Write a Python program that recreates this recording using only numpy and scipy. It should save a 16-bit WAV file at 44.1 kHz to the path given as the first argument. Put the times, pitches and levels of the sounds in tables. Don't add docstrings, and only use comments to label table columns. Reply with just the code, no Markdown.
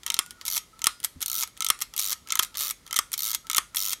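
import sys
import numpy as np
from scipy import signal
from scipy.fft import rfft, irfft, next_fast_len
from scipy.io import wavfile

SR = 44100
rng = np.random.default_rng(int(sys.argv[2]) if len(sys.argv) > 2 else 0)


def generate_wav(sig):
    pcm = np.round(np.clip(np.atleast_2d(sig).T, -1, 1) * 32767).astype(np.int16)
    wavfile.write(sys.argv[1], SR, pcm)


N = 176400
T = np.arange(4096) / SR
HZ = np.fft.rfftfreq(len(T), 1 / SR)
BANDS = [signal.butter(3, edges_hz, 'bandpass', fs=SR, output='sos')
         for edges_hz in [(600, 2400), (2400, 8000), (8000, 16500)]]

# (time [s], level [dB], bass [dB], treble [dB])
SNAPS = [(0.1902, -18, -8, -2.5), (0.8688, -16, -7.5, -2), (1.7015, -17, -4.5, -1.5),
         (2.3942, -17.5, -6, -3.5), (2.989, -19, -6, -2.5), (3.5814, -18, -4.5, -2.5)]
# (time [s], level [dB], bass [dB], treble [dB])
STOPS = [(0.5767,-25.5,-14.5,-2.5), (1.4332,-27,-7.5,-2.5), (2.1280,-26,-14,-4), (2.7078,-31,-7.5,2.5),
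         (3.347,-24.5,-14,-1), (3.9310,-26,-11.5,-3)]


def snaps(crack_boost_db):
    # (pitch [Hz], width [Hz], level [dB])
    case_peaks = [(904, 17, -18.5), (1169, 75, -3), (1251, 126, -1), (1794, 94, -15.5), (2134, 67, -8),
                  (3240, 305, -1.5), (4100, 400, -8), (5430, 250, -3.5), (6460, 520, -9), (7600, 480, -7.5),
                  (9070, 330, 3.5), (11280, 1140, -2)]
    # (pitch [Hz], level [dB], fade time [s])
    spring_tones = [(1286, -36, 0.2), (1420, -38, 0.45), (3180, -46, 0.15)]
    # (pitch [Hz], level [dB], fade time [s])
    jolt_tones = [(64.5, -38.5, 0.17), (140, -29.5, 0.034), (235, -9.5, 0.012), (353, -11, 0.023)]
    # (time [s], pitch [Hz], level [dB], fade time [s])
    pings = [(0.191, 1445, -54, .9), (0.87, 4980, -54, .7), (1.046, 1981, -54, .2), (1.702, 9745, -58, .45)]
    out = np.zeros(N)
    for at, db, bass, treble in SNAPS:
        contact = firm(chatter(t60=0.013, rattle_db=-29, rattle_t60=0.012), below_hz=3170)
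        case = resonances(case_peaks, crack_db=-11.5 + crack_boost_db)
        add(out, at, click(contact, case, db + 1.73, bass, treble))
        add(out, at, amp(db + 1.5) * ring(spring_tones, rise_s=0.0029))
        add(out, at, amp(db) * ring(jolt_tones, rise_s=0.0016))
    for at, *tone in pings:
        add(out, at, ring([tone], rise_s=0.002))
    return out


def pawl_clicks(crack_boost_db):
    # (time [s], level [dB], bass [dB], treble [dB], fade time [s])
    clicks = [(0.0636,-28,-6.5,0,0.013), (0.1019,-21,-12,-6.5,0.0044), (0.1422,-23,-16.5,-2.5,0.006),
              (0.8177,-31.5,-11,-9.5,0.0098), (0.8419,-21.5,-14,-1,0.0068), (1.606,-26.5,-7,-3.5,0.0043),
              (1.6216,-26,-9,-5,0.014), (1.6456,-28,-11,4.5,0.011), (1.6646,-24,-13.5,-6,0.011),
              (1.687,-29,-9,5,0.0047), (2.304,-26.5,-10.5,-12,0.012), (2.3218,-21.5,-9,-4,0.0096),
              (2.3545,-25.5,-5.5,1.5,0.009), (2.3911,-21,-14,0,0.02), (2.9095,-35.5,-2.5,-5,0.0063),
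              (2.9279,-28.5,-5,-0.5,0.0084), (2.942,-33.5,-4.5,-3,0.0091), (2.9599,-32,-3,-3,0.0067),
              (2.9633,-22.5,-10.5,-2,0.0051), (2.9656,-25.5,-13,1.5,0.026), (3.499,-26,-6.5,-1.5,0.0039),
              (3.5134,-29,-9,-2,0.006), (3.5315,-29,-10,-2,0.0042), (3.5469,-22.5,-11,-6,0.0065),
              (3.5618,-31.5,-2,5,0.0095), (3.567,-22.5,-19,2.5,0.019)]
    # (pitch [Hz], width [Hz], level [dB])
    pawl_peaks = [(935, 10.7, 4), (1313, 60, 11), (2130, 140, -0.5), (3120, 114, 0.5), (3700, 730, -2),
                  (6080, 740, 1.5), (7000, 1200, -4.5), (8740, 500, -3.5), (11700, 680, -10),
                  (12500, 500, -9.5)]
    out = np.zeros(N)
    for at, db, bass, treble, t60 in clicks:
        contact = firm(chatter(t60, rattle_db=-34.5, rattle_t60=0.032, rise_s=0.00068), below_hz=1270)
        pawl = resonances(pawl_peaks, crack_db=-18 + crack_boost_db)
        add(out, at, click(contact, pawl, db + 0.5, bass, treble))
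    return out


def ratchet(crack_boost_db):
    # (time [s], teeth passed [count])
    travels = [
        [(.5006, 0), (.5127, 1), (.5235, 2), (.5321, 3), (.5478, 5), (.5623, 7)],
        [(1.2601, 0), (1.2807, 1), (1.2989, 2), (1.3154, 3), (1.3296, 4), (1.3423, 5), (1.3727, 8), (1.381, 9),
         (1.4006, 12), (1.4168, 14)],
        [(2.0024, 0), (2.0143, 1), (2.0617, 6), (2.0732, 7), (2.0948, 9), (2.1142, 11)],
        [(2.5711, 0), (2.5908, 2), (2.6055, 4), (2.6344, 8), (2.6612, 12), (2.6695, 13), (2.6908, 15),
         (2.6996, 16)],
        [(3.1781, 0), (3.2047, 2), (3.2207, 3), (3.2321, 4), (3.2616, 7), (3.2954, 11), (3.3143, 13)],
        [(3.7819, 0), (3.7914, 1), (3.8134, 3), (3.8434, 6), (3.8617, 8), (3.9154, 13), (3.9234, 14)],
    ]
    # (level [dB], treble [dB], starting bass [dB])
    tooth_sounds = [(-29.5, 1, -17), (-31, 3.5, -17.5), (-29.5, 0.5, -17), (-31.5, 1.5, -14.5),
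                    (-30.5, 2.5, -17.5), (-30, 1.5, -17)]
    # (pitch [Hz], width [Hz], level [dB])
    ratchet_peaks = [(1294, 79, 1.5), (2130, 52, -5), (3150, 250, -5), (3840, 370, -0.5), (4470, 190, 1.5),
                     (5340, 99, 3), (5910, 200, 5), (6300, 300, -8), (6800, 660, -0.5), (9260, 360, 1.5),
                     (11530, 760, -2), (13660, 380, 7), (15900, 500, -5)]
    # (pitch [Hz], width [Hz], level [dB])
    first_peaks = [(5860, 120, 10), (11200, 440, 6), (12200, 400, 8.9)]
    out = np.zeros(N)
    for stroke, (travel, (db, treble, start_bass)) in enumerate(zip(travels, tooth_sounds)):
        moments, passed = np.transpose(travel)
        times = np.interp(np.arange(passed[-1] + 1), passed, moments)
        peaks = ratchet_peaks if stroke else ratchet_peaks + first_peaks
        for at, gap, progress in zip(times, np.gradient(times), np.linspace(0, 1, len(times))):
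            level = db - 1.5 * progress + 1.1 * rng.normal()
            bass = start_bass + 4.5 * progress
            drop = chatter(t60=0.0062, rattle_db=-22.5, rattle_t60=0.034, rise_s=0.0011)
            wheel = resonances(peaks, crack_db=-9 + crack_boost_db)
            add(out, at, click(firm(drop, below_hz=1070), wheel, level, bass, treble))
            add(out, at + 0.3 * gap, amp(level - 9) * squeak(hz=4176 - 970 * progress))
    return out


def squeak(hz, length_s=0.0069):
    swell = np.sin(np.pi * np.minimum(T / length_s, 1)) ** 2
    pitch = hz * (1 + 0.04 * rng.normal())
    return swell * np.sin(2 * np.pi * pitch * T) * amp(2.5 * rng.normal())


def lever_knocks(crack_boost_db):
    # (time [s], level [dB], bass [dB], treble [dB])
    knocks = [(0.4526,-37,-14,3), (0.463,-34,-16,-1), (0.480,-26.5,-14,-1.5), (0.485,-35,-7.5,-9),
              (0.567,-27.5,-7.5,0), (1.0392,-33.5,-8,1), (1.0459,-26,-9.5,3.5), (1.217,-34,-10,3),
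              (1.2256,-27,-13.5,-1.5), (1.4244,-26.5,-13,-7), (1.8141,-33.5,-5.5,1.5), (1.820,-26,-11,-1.5),
              (1.9639,-34.5,-16,2.5), (1.9777,-30.5,-15.5,2), (1.9895,-27.5,-17,-8), (1.9933,-25.5,-12,0),
              (2.1205,-31,-4,1), (2.4254,-32.5,-8,0), (2.431,-26.5,-11.5,-1.5), (2.608,-29.5,-10,-1),
              (3.1305,-32.5,-16,3.5), (3.1379,-26,-12,-4), (3.331,-32.5,-12,-3), (3.3394,-31.5,-13,-8),
              (3.7469,-36,-0.5,-2), (3.759,-38,-13,11.5), (3.7687,-23.5,-15.5,-2)]
    # (pitch [Hz], width [Hz], level [dB])
    lever_peaks = [(940, 60, -7), (1286, 110, -3.5), (2177, 196, -4), (3290, 170, 0.5), (3930, 1000, -0.5),
                   (5610, 330, 3), (6530, 790, 2.5), (7860, 500, 3), (9390, 760, 4.5), (11630, 930, 9.5),
                   (13700, 450, 2)]
    # (pitch [Hz], level [dB], fade time [s])
    spring_tones = [(1265, -30.5, 0.27), (4380, -38, 0.2), (6630, -20, 0.23), (7800, -29, 0.22)]
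    out = np.zeros(N)
    for at, db, bass, treble in knocks + STOPS:
        contact = chatter(t60=0.0096, rattle_db=-11, rattle_t60=0.046, rise_s=0.00054)
        lever = resonances(lever_peaks, crack_db=-10.5 + crack_boost_db)
        add(out, at, click(firm(contact, below_hz=1820), lever, db + 2, bass, treble))
    for at, db, *_ in STOPS:
        add(out, at, amp(db) * ring(spring_tones, rise_s=0.002))
    return out


def linkage_ticks(crack_boost_db):
    # (time [s], level [dB], treble [dB])
    ticks = [(0.0332,-43,-7.5), (0.078,-35.5,-7), (0.0832,-40,-17), (0.1199,-36,-3), (0.1665,-35,-13),
             (0.262,-46.5,1), (0.3079,-39.5,-1), (0.4126,-38.5,-10), (0.471,-40.5,6), (0.792,-47,-3.4),
             (0.8584,-33,-2), (1.002,-46,2.5), (1.0304,-44,-2), (1.2062,-44,3), (1.2133,-42,2),
             (1.4753,-47,4), (1.568,-48,-22), (1.575,-46.5,0), (1.79,-44.5,-2), (1.8057,-41,2),
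             (1.9383,-38.5,-6), (2.2733,-44,-6), (2.287,-45,0), (2.296,-40.5,-25), (2.334,-37,-11),
             (2.3725,-35,-5), (2.4477,-38.5,2), (2.5433,-44,-9), (2.552,-37.5,-17), (2.5558,-38,-6),
             (2.8652,-45.5,-4), (2.877,-45.5,-4), (2.9791,-32,-5), (3.1182,-41.5,4.5), (3.469,-44.5,-4)]
    # (pitch [Hz], width [Hz], level [dB])
    linkage_peaks = [(1344, 25, -2), (2060, 160, -16), (3290, 400, 0.5), (3920, 870, -5.5),
                     (6060, 4200, -4.5), (9300, 480, -1), (11500, 830, -3)]
    out = np.zeros(N)
    for at, db, treble in ticks:
        contact = chatter(t60=0.0052, rattle_db=-20, rattle_t60=0.073)
        linkage = resonances(linkage_peaks, crack_db=-8.5 + crack_boost_db)
        add(out, at, click(contact, linkage, db + 0.5, bass_db=-5, treble_db=treble))
    return out


def finger_bumps():
    # (time [s], level [dB])
    bumps = [(1.159, -38), (2.21, -52)]
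    # (pitch [Hz], level [dB], fade time [s])
    thud_tones = [(81, 0.5, 0.13), (144, 3.5, 0.051), (255, 0.5, 0.078)]
    out = np.zeros(N)
    for at, db in bumps:
        add(out, at, amp(db) * ring(thud_tones, rise_s=0.0043))
    return out


def camera(crack_boost_db):
    sources = (pawl_clicks, snaps, lever_knocks, linkage_ticks)
    blows = sum(source(crack_boost_db) for source in sources) + finger_bumps() + ratchet(crack_boost_db)
    return filtered(blows, hollow_case)


def hollow_case(hz, note_hz=1200, width_hz=320):
    resonance = note_hz ** 2 - hz ** 2 + 1j * hz * width_hz
    return np.conj(resonance) / resonance


def chatter(t60, rattle_db, rattle_t60, rise_s=0.0002):
    fade = amp(-60 * T / t60) + amp(rattle_db - 60 * T / rattle_t60)
    return rng.standard_normal(len(T)) * fade * (1 - np.exp(-T / rise_s))


def firm(contact, below_hz):
    low, high = (signal.butter(4, below_hz, kind, fs=SR, output='sos') for kind in ('low', 'high'))
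    one_push = (T == 0) * np.linalg.norm(contact)
    return signal.sosfilt(low, one_push) + signal.sosfilt(high, contact)


def resonances(peaks, crack_db):
    # (frequency [Hz], level [dB])
    into_air = [(300, -6), (520, -8), (780, -7.5), (1050, -1), (1400, -3.5), (1570, -9), (1850, 0.5)]
    # (frequency [Hz], level [dB])
    crack_colour = [(40, -31), (120, -20), (350, -16), (520, -21.5), (800, -20), (1600, -18), (3500, -9.5),
                    (9000, -1), (14000, -4), (16500, -41)]
    power = 0
    for pitch, width, db in peaks:
        pitch *= 1 + 0.0042 * rng.normal() * (pitch > 2500)
        db += 0.5 * rng.normal()
        power += abs(amp(db) * HZ * width / (pitch ** 2 - HZ ** 2 + 1j * HZ * width)) ** 2
    power *= amp(along(into_air, HZ)) ** 2
    crack = amp(crack_db + along(crack_colour, HZ))
    return after_blow(np.sqrt(power + crack ** 2))


def click(contact, part, db, bass_db, treble_db):
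    spectrum = rfft(contact) * part
    raw = irfft(spectrum)
    energy = np.array([np.sum(signal.sosfilt(band, raw) ** 2) for band in BANDS])
    raw_db = 10 * np.log10(energy / (0.005 * SR))
    low, mid, high = db + np.array([bass_db, 0, treble_db]) - raw_db
    tone = [(1900, low), (3000, mid), (6800, mid), (9400, high)]  # (frequency [Hz], gain [dB])
    return irfft(spectrum * after_blow(amp(along(tone, HZ))))


def ring(tones, rise_s):
    t = np.arange(SR // 2) / SR
    ringing = sum(amp(db + rng.normal() - 60 * t / t60) * np.sin(2 * np.pi * hz * t)
                  for hz, db, t60 in tones)
    return (1 - np.exp(-t / rise_s)) * ringing


def bearing_rub(level_db=-59, push_s=0.145, return_s=0.206):
    # (pitch [Hz], half-width [Hz], level [dB])
    hum_peaks = [(908, 54, -10), (1310, 30, 2.5)]
    moving = np.zeros(N)
    for ends, length_s in ((SNAPS, push_s), (STOPS, return_s)):
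        for end, *_ in ends:
            add(moving, max(end - length_s, 0), signal.windows.tukey(round(length_s * SR), 0.2))
    hum = filtered(rng.standard_normal(N), lambda hz: sum(
        amp(db) / (1 + ((hz - pitch) / width) ** 2) for pitch, width, db in hum_peaks))
    return amp(level_db) * moving * hum / hum.std()


def room_echo(sound, early_db=-8.5, early_t60=0.023, tail_db=-14):
    # (frequency [Hz], fade time [s])
    fade_times = [(200, 0.082), (1300, 0.19), (4000, 0.24), (10000, 0.27), (16000, 0.2)]
    # (frequency [Hz], level [dB])
    echo_colour = [(200, -11), (800, 4), (1200, 6), (1700, 7), (3500, 1.5), (7000, -5.5), (11000, -5),
                   (15000, -11)]
    out, step = np.zeros(N), SR // 4
    for start in range(0, N, step):
        hz, t, noise = signal.stft(rng.standard_normal(SR // 2), SR, nperseg=256)
        fade = amp(-60 * t / along(fade_times, hz)[:, None])
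        _, tail = signal.istft(noise * fade, SR, nperseg=256)
        t = np.arange(len(tail)) / SR
        onset = 1 - np.exp(-(t / 0.0016) ** 2)
        early = rng.standard_normal(len(t)) * amp(-60 * t / early_t60) * onset
        echo = amp(early_db) * early / np.linalg.norm(early)
        echo += amp(tail_db) * onset * tail / np.linalg.norm(tail)
        add(out, start / SR, signal.fftconvolve(sound[start:start + step], echo))
    return filtered(out, lambda hz: amp(along(echo_colour, hz)))


def room_noise(level_db=-58.5):
    # (frequency [Hz], level [dB])
    hush_colour = [(20, -13), (35, 3.5), (49, 10.5), (65, 2.5), (250, -1.5), (520, -8), (850, -12),
                   (1290, -6.5), (1520, -13.5), (2110, -8.5), (2690, -15), (3250, -11), (5880, -13),
                   (11600, -17.5), (16000, -28)]
    hush = filtered(rng.standard_normal(N), lambda hz: amp(along(hush_colour, hz)))
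    return amp(level_db) * hush / hush.std()


def amp(db):
    return 10 ** (np.asarray(db) / 20)


def along(points, hz):
    frequencies, values = np.transpose(points)
    return np.interp(np.log(hz + 1), np.log(frequencies + 1), values)


def add(track, at, sound):
    part = track[round(at * SR):][:len(sound)]
    part += sound[:len(part)]


def filtered(sound, gain):
    size = next_fast_len(len(sound) + SR // 4)
    return irfft(rfft(sound, size) * gain(np.fft.rfftfreq(size, 1 / SR)), size)[:len(sound)]


def after_blow(gain):
    cepstrum = irfft(np.log(gain + 1e-6))
    half = len(cepstrum) // 2
    cepstrum[1:half] *= 2
    cepstrum[half + 1:] = 0
    return np.exp(rfft(cepstrum))


def scene():
    direct = camera(crack_boost_db=0) + bearing_rub()
    echo = room_echo(camera(crack_boost_db=13.5))
    return (direct + echo + room_noise())[None]


def record(dry):
    ceiling, top_hz = 0.95, 15950
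    rounded = dry[0] / (1 + abs(dry[0] / ceiling) ** 6) ** (1 / 6)
    return filtered(rounded, lambda hz: 1 / (1 + (hz / top_hz) ** 120))[None]


dry = scene()
out = record(dry)
generate_wav(out)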